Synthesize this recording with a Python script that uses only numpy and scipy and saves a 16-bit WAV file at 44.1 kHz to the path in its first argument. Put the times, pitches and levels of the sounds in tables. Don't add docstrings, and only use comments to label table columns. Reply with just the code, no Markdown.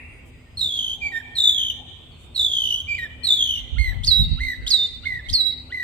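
import sys
import numpy as np
from scipy import signal
from scipy.fft import rfft, irfft, next_fast_len
from scipy.io import wavfile
from scipy.ndimage import uniform_filter1d, map_coordinates

SR = 44100
rng = np.random.default_rng(int(sys.argv[2]) if len(sys.argv) > 2 else 0)


def unload_audio(sound):
    columns = np.transpose(np.atleast_2d(sound))
    steps = np.round(np.clip(columns, -1, 1) * 32767)
    wavfile.write(sys.argv[1], SR, steps.astype(np.int16))


def field_ratio(decibels):
    return 10 ** (np.asarray(decibels, dtype=float) / 20)


N = 257103


def unit(x):
    return x / np.sqrt(np.mean(x ** 2) + 1e-20)


def along(points, hz):
    f, v = np.transpose(points)
    return np.interp(np.log(hz + 1), np.log(f + 1), v)


def wobble(rate, size=N):
    knots = rng.standard_normal(int(size * rate / SR) + 4)
    return map_coordinates(knots, [np.arange(size) * rate / SR])


def swells(rows, rise_db_per_s, fall_db_per_s):
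    s, hold, db = np.transpose(rows)[..., None]
    t = np.arange(N) / SR
    rise_db = rise_db_per_s * np.clip(s - t, 0, 1)
    fall_db = fall_db_per_s * np.clip(t - s - hold, 0, 1)
    return field_ratio(db - rise_db - fall_db)


def rush(spectrum, alike, patchy_db):
    z = signal.stft(rng.standard_normal((2, N)), nperseg=512)[2]
    field = uniform_filter1d(rng.standard_normal(z.shape[1:]), 6, 0)
    field = uniform_filter1d(field, 14, 1)
    pair = signal.istft(z * field_ratio(patchy_db * unit(field)), nperseg=512)[1][:, :N]
    m = next_fast_len(N + 8192)
    hz = np.fft.rfftfreq(m, 1 / SR)
    turn = np.arccos(np.clip(along(alike, hz), -1, 1)) / 2
    weights = np.array([np.cos(turn), np.sin(turn)])
    mid, side = irfft(rfft(pair, m) * field_ratio(along(spectrum, hz)) * weights, m)[:, :N]
    return unit(np.array([mid + side, mid - side]))


# freq_hz, likeness (-1 to 1); the air hiss shares it
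LIKENESS = [(60, 0.6), (180, 1), (550, 0.34), (1650, 0.35), (4970, -0.29), (15000, 1)]
# freq_hz, density_db (per Hz)
TYRES = [(88, -11.5), (150, 0), (194, -23), (246, -4), (274, -5), (318, -4.5), (808, -13.5), (1600, -21),
         (2080, -64.5), (3520, -120)]
# freq_hz, density_db (per Hz)
ENGINES = [(12, -25), (20, -18.5), (76, -4), (173, -19), (199, -26.5), (230, -20.5), (300, -43.5),
           (510, -120)]
# start_s, hold_s, level_db
PASSING = [
    (0.0, 3.2, -45.5),
    (.55, 0.053, -42),
    (3.03, 0.18, -41.5),
]


def traffic():
    tyres = field_ratio(-54 - 0.55 * wobble(4.7)) * rush(TYRES, LIKENESS, patchy_db=2.0)
    nearer = swells(PASSING, rise_db_per_s=48, fall_db_per_s=48).max(0)
    level = np.maximum(field_ratio(-45.5), nearer) * field_ratio(1.5 * wobble(7.5))
    return tyres + level * rush(ENGINES, [(50, 0.88)], patchy_db=-0.6)


# start_s, hold_s, level_db
HUM = [(0.0, 0.066, -53), (.3, 0.1, -55), (.65, 0.22, -58.5), (1.05, 0.23, -54.5), (1.55, 0.29, -55.5),
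       (2.55, 0.3, -58.5), (3.15, 0.66, -54), (3.9, 0.19, -55), (4.3, 0.19, -46.5), (4.62, 0.15, -53),
       (5.0, 0.075, -57), (5.32, 0.38, -51)]


def machine_hum():
    level = field_ratio(-71.5) + swells(HUM, rise_db_per_s=153, fall_db_per_s=153).sum(0)
    phase = 2 * np.pi * np.cumsum(250 + 2.67 * wobble(18)) / SR
    return level * np.sin(phase) * field_ratio([[-1.5], [1.5]])


# freq_hz, density_db (per Hz)
AIR = [(710, -47), (1200, -28.5), (1690, -14), (2500, 2.5), (5860, -21.5), (8450, -12.5), (9310, -22),
       (9620, -58), (11500, -24.5), (15800, -32)]


def air_hiss():
    return field_ratio(-59) * rush(AIR, LIKENESS, patchy_db=1.5)


# freq_hz, density_db (per Hz)
EARLIER = [(880, -62), (1500, -17), (1590, -16.5), (1890, 4.5), (2620, 5.5), (2750, 11), (2950, -61),
           (3300, -37), (4290, -51), (7260, -120)]


def earlier_phrase():
    t = np.arange(N) / SR
    return field_ratio(-41.0 - 60 * t / 1.05) * rush(EARLIER, [(2000, 0.28)], patchy_db=1.0)


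# pitch_hz, level_db, middle_s, half_length_s
INSECTS = [
    (4880, -78.5, 0.4, 0.5),
    (5100, -77, 0.57, 0.068),
    (3160, -74, .29, 0.062),
    (9180, -73.5, 0.063, 0.13),
]


def insects():
    t = np.arange(N) / SR
    total = np.zeros(N)
    for hz, db, middle, half in INSECTS:
        level_db = db + 5.5 + 3 * wobble(12.0) - 9 * ((t - middle) / half) ** 4
        total += field_ratio(level_db) * np.sin(2 * np.pi * hz * t + 0.89 * wobble(40))
    return total


# middle_s, half_length_s, level_db, centre_hz, band_ratio
STIRS = [
    (0.28, 0.027, -63.5, 8350, 3.6),
    (2.23, 0.046, -63, 8000, 2),
    (4.725, 0.13, -54, 1603, 1.33),
    (1.149, 0.24, -53.5, 808, 1.36),
    (1.85, 0.09, -55.5, 782, 1.26),
    (3.933, 0.053, -54, 762, 3.3),
]


def stirs():
    t = np.arange(N) / SR
    total = np.zeros((2, N))
    for middle, half, db, hz, ratio in STIRS:
        band = [(hz / ratio ** 2, -120), (hz / ratio, -25), (hz, 0), (hz * ratio, -25), (hz * ratio ** 2, -120)]
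        swell = field_ratio(db) * np.exp(-((t - middle) / half) ** 4)
        total += swell * rush(band, [(hz, .2)], patchy_db=-2.0)
    return total


def add(track, start_s, sound):
    part = track[:, max(round(start_s * SR), 0):][:, :sound.shape[1]]
    part += sound[:, :part.shape[1]]


# freq_hz, density_db (per Hz)
RASP = [(2000, -16), (3500, 5.5), (4700, 7.5), (5900, -9.5), (7000, -6.5), (9000, 2.5), (10000, -60),
        (12000, -6), (14500, -12), (15900, -31.5)]


def sing(track, rows, overtones_db, warble=((0, 0), (6, 360)), rasp_db=-45, glide=0.0011, swing=0.0524,
         jitter=0.0077, edge=0.0017, onset=0, grain_db=1.0, smear=0.15, clear_db_per_s=0, late_db=0,
         late_s=.03, puff_db=-80, dip=0):
    s, *cols = np.transpose(rows)
    t = np.arange(s[0], s[-1], 1 / SR)
    size = len(t)
    age = t - t[0]
    hz, db, pan_db, depth = [np.interp(t, s, c) for c in cols]
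    hz = uniform_filter1d(hz, round(glide * SR) + 1, mode="nearest")

    turn = 2 * np.pi * np.interp(t, *np.transpose(warble)) - 0.3 + 0.13 * wobble(31.4, size)
    depth = np.clip(depth, 0, 1) * np.clip((age - .004) / .012, 0, 1)
    shut = (1 - np.cos(turn + .5 * np.cos(turn))) / 2
    leap = (1 - np.cos(turn - 0.3)) / 2
    snap = onset * np.exp(-age / .003)
    bend = swing * depth * leap ** 2.9 - dip * depth * np.sin(turn)
    pitch = hz * (1 + bend + snap + jitter * wobble(148.36, size))
    phase = 2 * np.pi * np.cumsum(pitch) / SR

    tone = (1 - .93 * depth * shut) * np.sin(phase)
    for k, over_db in enumerate(overtones_db, 2):
        late = late_db * (k - 2.5) * np.exp(-age / late_s)
        level = field_ratio(over_db - late + grain_db * wobble(251.2, size)) * (1 - 0.88 * depth * shut)
        partial = np.sin(k * phase + smear * k * wobble(400, size))
        tone += level * partial * (k * pitch < 15900)
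    tone *= field_ratio(depth * (2.32 * wobble(199.3, size) + 1.17 * wobble(44.9, size)))

    rasp = field_ratio(along(RASP, np.fft.rfftfreq(size, 1 / SR)))
    air = unit(irfft(rfft(rng.standard_normal(size)) * rasp, size))
    spit = 1 - .6 * depth + 1.6 * depth * shut ** 2
    breath = field_ratio(rasp_db - clear_db_per_s * age) + field_ratio(puff_db - 500 * age)
    voice = np.sqrt(2) * tone + breath * spit * air
    fade = np.clip(np.minimum(age, t[-1] - t) / edge, 0, 1)
    add(track, s[0], voice * field_ratio(db) * fade * field_ratio([pan_db / 2, -pan_db / 2]))


def stamped(shape, start_s, scale, db, pan_db):
    return [(start_s + s, scale * hz, db + rel_db, pan_db, 0) for s, hz, rel_db in shape]


# start_s, length_s, from_hz, to_hz, level_db
FAR = [(2.11, .06, 4700, 4120, -64), (2.2, .13, 3760, 3610, -61), (4.605, .045, 5100, 3900, -61),
       (1.98, .14, 3560, 3340, -60), (3.56, .11, 2280, 2000, -58), (.335, .05, 2050, 1900, -63),
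       (.39, .065, 2050, 2320, -63), (.455, .04, 1900, 1860, -61), (1.86, .2, 3960, 3880, -67),
       (.12, .07, 2150, 2320, -61), (4.22, .14, 2850, 2700, -58)]


def far_bird():
    song = np.zeros((2, N))
    for s, length, from_hz, to_hz, db in FAR:
        glide = [(0, from_hz, 0), (length, to_hz, 0)]
        sing(song, stamped(glide, s, 0.98, db, -1), [], edge=0.0094)
    return song


def swaying():
    slow = np.array([wobble(25), wobble(25)])
    quick = np.array([wobble(90), wobble(90)])
    return field_ratio(2.6 * slow + 1.5 * quick)


# freq_hz, t60_s
WOOD = [(1000, 0.98), (2500, 2.49), (4000, 1.34), (8000, 0.98), (15000, 0.18)]


def wood(x, build=0.028):
    hz, t, z = signal.stft(rng.standard_normal((2, 2 * SR)), SR, nperseg=256)
    shape = field_ratio(-60 * t / along(WOOD, hz)[:, None]) + 4.53 * field_ratio(-60 * t / 0.34)
    tail = signal.istft(z * shape * (1 - np.exp(-t / build)), SR, nperseg=256)[1]
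    tail /= np.linalg.norm(tail[0])
    return swaying() * signal.fftconvolve(x.mean(0)[None], tail, axes=1)[:, :N]


# start_s, pitch_hz, level_db, left_minus_right_db
TRILLS = [
    [(.571, 4220, -30.5, -2), (.595, 4074, -22.5, 1), (.615, 3850, -16.5, -7), (.66, 3620, -16, 1),
     (.70, 3423, -24.5, -3), (.775, 3260, -20.5, 1), (.85, 3150, -22.5, -1.5), (.94, 3114, -23.5, 0),
     (.965, 3370, -37.5, -10.5)],
    [(1.352, 4160, -34, 3), (1.372, 3900, -20.5, -7), (1.39, 3684, -12, 0), (1.505, 3500, -13.5, 1.5),
     (1.55, 3403, -22.5, -6.5), (1.595, 3180, -15, 2.5), (1.685, 3097, -24, -1), (1.703, 2984, -20, 4),
     (1.73, 3010, -38.5, -8)],
    [(2.346, 4260, -41, -7), (2.365, 3980, -17.5, -4.5), (2.40, 3603, -17.5, -2), (2.452, 3550, -13.5, -2),
     (2.47, 3434, -22.5, -3), (2.54, 3264, -19, 1), (2.66, 3025, -19, -2.5), (2.725, 2949, -18, 0),
     (2.815, 3153, -28.5, -2)],
    [(3.234, 4140, -31.5, 7.5), (3.255, 4214, -16, -3), (3.275, 3884, -17, -11), (3.30, 3614, -13, -0.5),
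     (3.345, 3542, -12.5, 3), (3.38, 3430, -17.5, -2), (3.412, 3270, -16, 0), (3.555, 2954, -20, 1.5),
     (3.595, 2863, -25, -6)],
]
# start_s, swells_so_far
WARBLE = [
    [(.565, -2), (.597, 0), (.757, 10), (.865, 16), (.97, 22)],
    [(1.351, -2), (1.388, 0), (1.53, 8), (1.703, 18), (1.738, 20)],
    [(2.346, -1), (2.674, 18), (2.743, 22), (2.782, 24), (2.826, 26)],
    [(3.232, -1), (3.25, 0), (3.273, 1), (3.41, 9), (3.558, 18), (3.611, 21)],
]
TRILL_AIR_DB = [-32, -43, -31, -41]
TRILL_VOICE = [-19.5, -33, -30.5]


def trills(song):
    for rows, warble, air_db in zip(TRILLS, WARBLE, TRILL_AIR_DB):
        sing(song, [(*row, .97) for row in rows], TRILL_VOICE, warble, rasp_db=air_db, puff_db=-20.5,
             dip=0.027, swing=.12, onset=0.052, jitter=0.01, glide=0.0048, edge=0.0021, smear=0.55)


# freq_hz, level_db
TWIGS = [(1500, -16), (2500, -14), (3200, -9), (8000, -7), (15000, -6)]


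def trunks(x, spread=0.0076):
    t = np.arange(SR // 8) / SR
    answer = rng.standard_normal((2, len(t))) * np.exp(-t / (2 * spread)) * np.clip(t / 0.011, 0, 1)
    answer /= np.linalg.norm(answer[0])
    m = next_fast_len(N + SR)
    scatter = field_ratio(along(TWIGS, np.fft.rfftfreq(m, 1 / SR)))
    return irfft(rfft(x, m) * rfft(answer, m) * scatter, m)[:, :N]


# freq_hz, left_lead_rad
PORTS = [(0, -5.5), (3100, 1.57), (3700, 0.87), (4820, 2), (5250, -7.5), (6120, 10.5), (7750, 7.5),
         (8870, 14.5), (9130, -2), (9560, 1), (10900, 9), (12800, 16), (13900, 17), (15500, 16)]


def ports(x):
    m = next_fast_len(N + 8192)
    lead = along(PORTS, np.fft.rfftfreq(m, 1 / SR))
    return irfft(rfft(x, m) * np.exp(.5j * np.array([lead, -lead])), m)[:, :N]


# freq_hz, gain_db, left_minus_right_db
BOUNCE = [(1705, 5, -1), (1817, 3, -7), (1930, 4.5, 0), (2176, 3, -7), (2200, 0.5, -13.5),
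          (2600, 3, 7.5),
          (3000, -2, -1.5), (3250, -1.5, 1.5), (3420, -4, -3), (3550, 2, 3), (3900, 2, -12),
               (4080, -9, -5), (4270, 1, 4), (4640, 2, -11)]


def heard(s, hz, db, depth):
    bounce = np.array(BOUNCE)
    gain_db = along(bounce[:, :2], hz)
    pan_db = along(bounce[:, ::2], hz)
    return np.transpose([s, hz, db + gain_db, pan_db, depth + 0 * s])


# start_s, pitch_hz, level_db
STEPS = [
    [(1.006, 2386, -53), (1.022, 2368, -28.5), (1.042, 2338, -27), (1.074, 2327, -22.5),
     (1.081, 2166, -46.5), (1.088, 2180, -38), (1.112, 2380, -40), (1.122, 2300, -47)],
    [(1.114, 2020, -58), (1.122, 1909, -36), (1.134, 1834, -36.5), (1.153, 1810, -27.5),
     (1.18, 1833, -27.5), (1.194, 1780, -41)],
    [(2.87, 2284, -51), (2.879, 2330, -39.5), (2.889, 2408, -26.5), (2.927, 2342, -23.5),
     (2.943, 2309, -28.5), (2.953, 2427, -20.5), (2.962, 2340, -55.5), (2.972, 2285, -33.5),
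     (2.98, 2400, -46)],
    [(2.978, 2260, -46), (2.983, 2130, -35.5), (2.991, 1930, -29), (3.012, 1888, -36.5),
     (3.034, 1864, -30.5), (3.05, 1885, -32)],
]
UPPER_VOICE = [-25, -27, -43.5, -48, -51, -34]
LOWER_VOICE = [-16.5, -33.5, -30, -47, -33, -34]


def two_steps(song):
    for rows, voice in zip(STEPS, 2 * [UPPER_VOICE, LOWER_VOICE]):
        s, hz, db = np.transpose(rows)
        sing(song, heard(s, hz, db, .1), voice, rasp_db=-40.0, glide=0.0027, jitter=0.0045,
             smear=0.069, edge=0.0018)


# start_s, from_hz, to_hz, level_db
SAGS = [
    (1.198, 1958, 1494, -30),
    (3.051, 1836, 1684, -26),
    (3.919, 1795, 1645, -34),
    (4.236, 3800, 3520, -17.5),
    (4.531, 1840, 1667, -29.5),
    (5.191, 1850, 1687, -30.5),
    (5.515, 3950, 3460, -29.5),
]
LOW_VOICE = [-15.5, -30.5, -30, -57.5, -33.5, -31.5]


def sags(song):
    for s, from_hz, to_hz, db in SAGS:
        voice = LOW_VOICE[:2] if from_hz < 3000 else [-34]
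        fall = [(0, from_hz, 0.5), (.02, to_hz, -14.5)]
        sing(song, stamped(fall, s, 1, db, -2), voice, edge=.005)


# start_s, hold_s, buffet_db, left_minus_right_db, sharpness_db
GUSTS = [(3.595, 0.065, -32.5, -2, -32), (3.737, 0.067, -12.5, -22, -16.5), (3.868, 0.04, -16.5, 12, -25),
         (3.966, 0.15, -20.5, 18, -9), (4.202, 0.011, -11, -5.5, -6), (4.228, 0.026, -24, -1, 0.5),
         (4.247, .015, -23, 4, -8), (4.32, 0.003, -16, -12, -7), (4.408, 0.0078, -13.5, -8, -24.5),
         (4.574, 0.027, -32.5, 10, -9), (4.647, 0.036, -29.5, -23, -21), (4.91, 0.11, -38, -10, -16),
         (5.057, 0.15, -42, 2, -5.5), (5.31, 0.014, -21.5, 29, -21), (5.338, 0.067, -37.5, 10, -6),
         (5.51, 0.013, -40, -6, -14)]
# freq_hz, density_db (per Hz)
BUFFET = [(47, -41), (80, 0), (139, -4.5), (227, -18.5), (413, -47), (500, -65.5), (650, -87.5),
          (1100, -120)]
# freq_hz, likeness (-1 to 1)
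GUST_ALIKE = [(50, -.1)]


def wind():
    *_, pan_db, sharp_db = np.transpose(GUSTS)
    power = swells(np.array(GUSTS)[:, :3], rise_db_per_s=352, fall_db_per_s=298.5) ** 2
    ratio = field_ratio([pan_db, -pan_db]) ** 2
    share = ratio / (1 + ratio)
    lumps = field_ratio(2.8 * np.array([wobble(16), wobble(22)]))
    thud = [(15, -33.5), (30, -17.5), (55, -9.5), (90, -19.0), (130, -50), (300, -120)]
    deep = rush(thud, GUST_ALIKE, patchy_db=0.0)
    sharp = rush(BUFFET, GUST_ALIKE, patchy_db=4.0)
    deep_level = 0.68 * np.sqrt(share @ power)
    sharp_level = np.sqrt(share * field_ratio(2 * sharp_db + 2.5) @ power)
    return lumps * (deep_level * deep + sharp_level * sharp)


# start_s, level_db
PICKUPS = [
    (3.759, -55),
    (4.374, -53),
    (5.03, -55),
    (5.693, -57.5),
]
# after_start_s, pitch_hz, level_db
PICKUP = [(0, 1260, -3), (.016, 1428, 11.5), (.022, 1600, 5), (.027, 1940, 22.5)]
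CROAK_VOICE = [1, -50, -27]


def pickups(song):
    for s, db in PICKUPS:
        sing(song, stamped(PICKUP, s, 1, db, -2), CROAK_VOICE, rasp_db=-29.5, jitter=0.024)


def moments(start, end):
    return np.arange(start, end, .001)


def envelope(t, length, attack, start_db, fade_db_per_s, release, end_db):
    rise_db = start_db * np.clip(1 - t / attack, 0, 1)
    return rise_db + fade_db_per_s * t + end_db * np.clip((t - length) / release, 0, 1)


# start_s, length_s, pitch_hz, level_db, scoop_hz (from below)
ARCHES = [
    (3.782, 0.12, 2221, -28, 116.8),
    (4.403, 0.12, 2213, -27, 253),
    (5.055, 0.1114, 2162, -25.5, 30.5),
    (5.722, 0.14, 2140, -27.5, 221),
]
# attack_s, start_db, fade_db_per_s, release_s, end_db
ARCH_SHAPE = (.012, -4, -12, .035, -18)
ARCH_BRIGHT_DB = [2, 0.5, -9, -5.5]
ARCH_DEPTH = [.6, .75, .8, .75]
ARCH_SWELLS_PER_S = [62, 60, 58, 36]


def arches(song):
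    scoop_s, sag_hz_per_s = 0.0141, 2300
    release_s = ARCH_SHAPE[3]
    settings = zip(ARCHES, ARCH_BRIGHT_DB, ARCH_DEPTH, ARCH_SWELLS_PER_S)
    for (s, length, hz, db, scoop_hz), bright_db, depth, rate in settings:
        t = moments(0, length + release_s)
        pitch = hz - scoop_hz * np.exp(-t / scoop_s) - sag_hz_per_s * np.minimum(t, length)
        level_db = db + envelope(t, length, *ARCH_SHAPE)
        sing(song, heard(s + t, pitch, level_db, depth), np.add(LOW_VOICE, bright_db),
             warble=[(s, 0), (s + 1, rate)], swing=0.0253, rasp_db=-37.5, late_db=2, late_s=0.027,
             jitter=0.01, smear=.33, edge=0.0033)


# start_s, pitch_scale, level_db, left_minus_right_db, top_hz
FLICKS = [
    (4.034, 1.1, -19, 1, 6660),
    (4.665, 1.024, -15, 0, 6840),
    (5.286, 1.03, -20, -1.5, 6370),
]
# after_start_s, pitch_hz, level_db
FLICK = [(0, 2850, -11.5), (.008, 3188, -11.5), (.015, 4000, -2.5), (.019, 5090, -21)]
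# after_start_s, share_of_top_pitch, level_db
CREST = [(.023, .94, -7.5), (.027, 1, 0.5), (.033, .97, 0)]
FLICK_TOP_DB = [-15, -12.5, -22]
FLICK_VOICE = [-16.5, -47]


def flicks(song):
    for (s, scale, db, pan_db, top_hz), top_db in zip(FLICKS, FLICK_TOP_DB):
        rise = stamped(FLICK, s, scale, db, pan_db)
        top = stamped(CREST, s, top_hz, db + top_db, pan_db)
        sing(song, rise + top, FLICK_VOICE, rasp_db=-12.5, jitter=0.023)


def before(t, moment, width):
    return (1 - np.tanh((t - moment) / width)) / 2


# start_s (fall passes 4720 Hz), final_hz, slow_fall_hz, ledge_hz, ledge_end_s (after start)
WHISTLES = [
    (4.078, 3841, 117.7, 205.4, .028),
    (4.711, 3597, 371, 113.4, .05),
    (5.339, 3867, 242, 166, 0.061),
]
# start_s, level_db
EFFORT = [
    [(4.078, -18), (4.09, -13), (4.102, -17.5), (4.117, -13), (4.137, -24.5), (4.18, -18), (4.205, -18),
     (4.232, -24), (4.248, -38)],
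    [(4.709, -19), (4.725, -11.5), (4.74, -12), (4.755, -20.5), (4.78, -24.5), (4.803, -19), (4.82, -24),
     (4.864, -22.5), (4.895, -42.5)],
    [(5.339, -19.5), (5.355, -13.5), (5.375, -17), (5.39, -12), (5.41, -16), (5.443, -33.5), (5.461, -23),
     (5.51, -33.5), (5.533, -50.5)],
]
WHISTLE_VOICES = [
    [-34.5, -32, -38],
    [-28.5, -35.5, -40.5],
    [-31, -35, -39],
]


def whistles(song):
    loud_hz, plunge_s, settle_s, lead_s, lead_db = 4720, 0.01, 0.0438, .014, -23.5
    for whistle, effort, voice in zip(WHISTLES, EFFORT, WHISTLE_VOICES):
        s, end_hz, slow_hz, ledge_hz, ledge_s = whistle
        when, db = np.transpose(effort)
        t = moments(-lead_s, when[-1] - s)
        settling = slow_hz * np.exp(-t / settle_s)
        plunge = (loud_hz - end_hz - slow_hz - ledge_hz) * np.exp(-t / plunge_s)
        ledge = ledge_hz * before(t, ledge_s, width=0.0093)
        level_db = np.interp(s + t, when, db) + lead_db * np.clip(-t / lead_s, 0, 1)
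        sing(song, heard(s + t, end_hz + settling + plunge + ledge, level_db, 0), voice, rasp_db=-14,
             clear_db_per_s=323, late_db=16, late_s=0.04, glide=.0027, smear=.07, jitter=.002)


def mockingbird():
    song = np.zeros((2, N))
    for part in (trills, two_steps, sags, pickups, arches, flicks, whistles):
        part(song)
    return song


def surroundings():
    return traffic() + machine_hum() + air_hiss() + earlier_phrase() + insects() + stirs()


def scene():
    background = surroundings()
    far, bird = far_bird(), mockingbird()
    echoes = trunks(bird) + field_ratio([[-15.5], [-13.5]]) * wood(bird)
    return field_ratio(-0.85) * ports(bird) + echoes + far + wood(far) + wind() + background


def low_pass(x):
    return signal.sosfilt(signal.butter(12, 15940, fs=SR, output="sos"), x)


def record(dry):
    bass_cut = signal.butter(2, 28, "high", fs=SR, output="sos")
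    sound = signal.sosfilt(bass_cut, dry)
    ceiling = .9
    sound = sound / (1 + np.abs(sound / ceiling) ** 6) ** (1 / 6)
    return low_pass(sound)


dry = scene()
out = record(dry)
unload_audio(out)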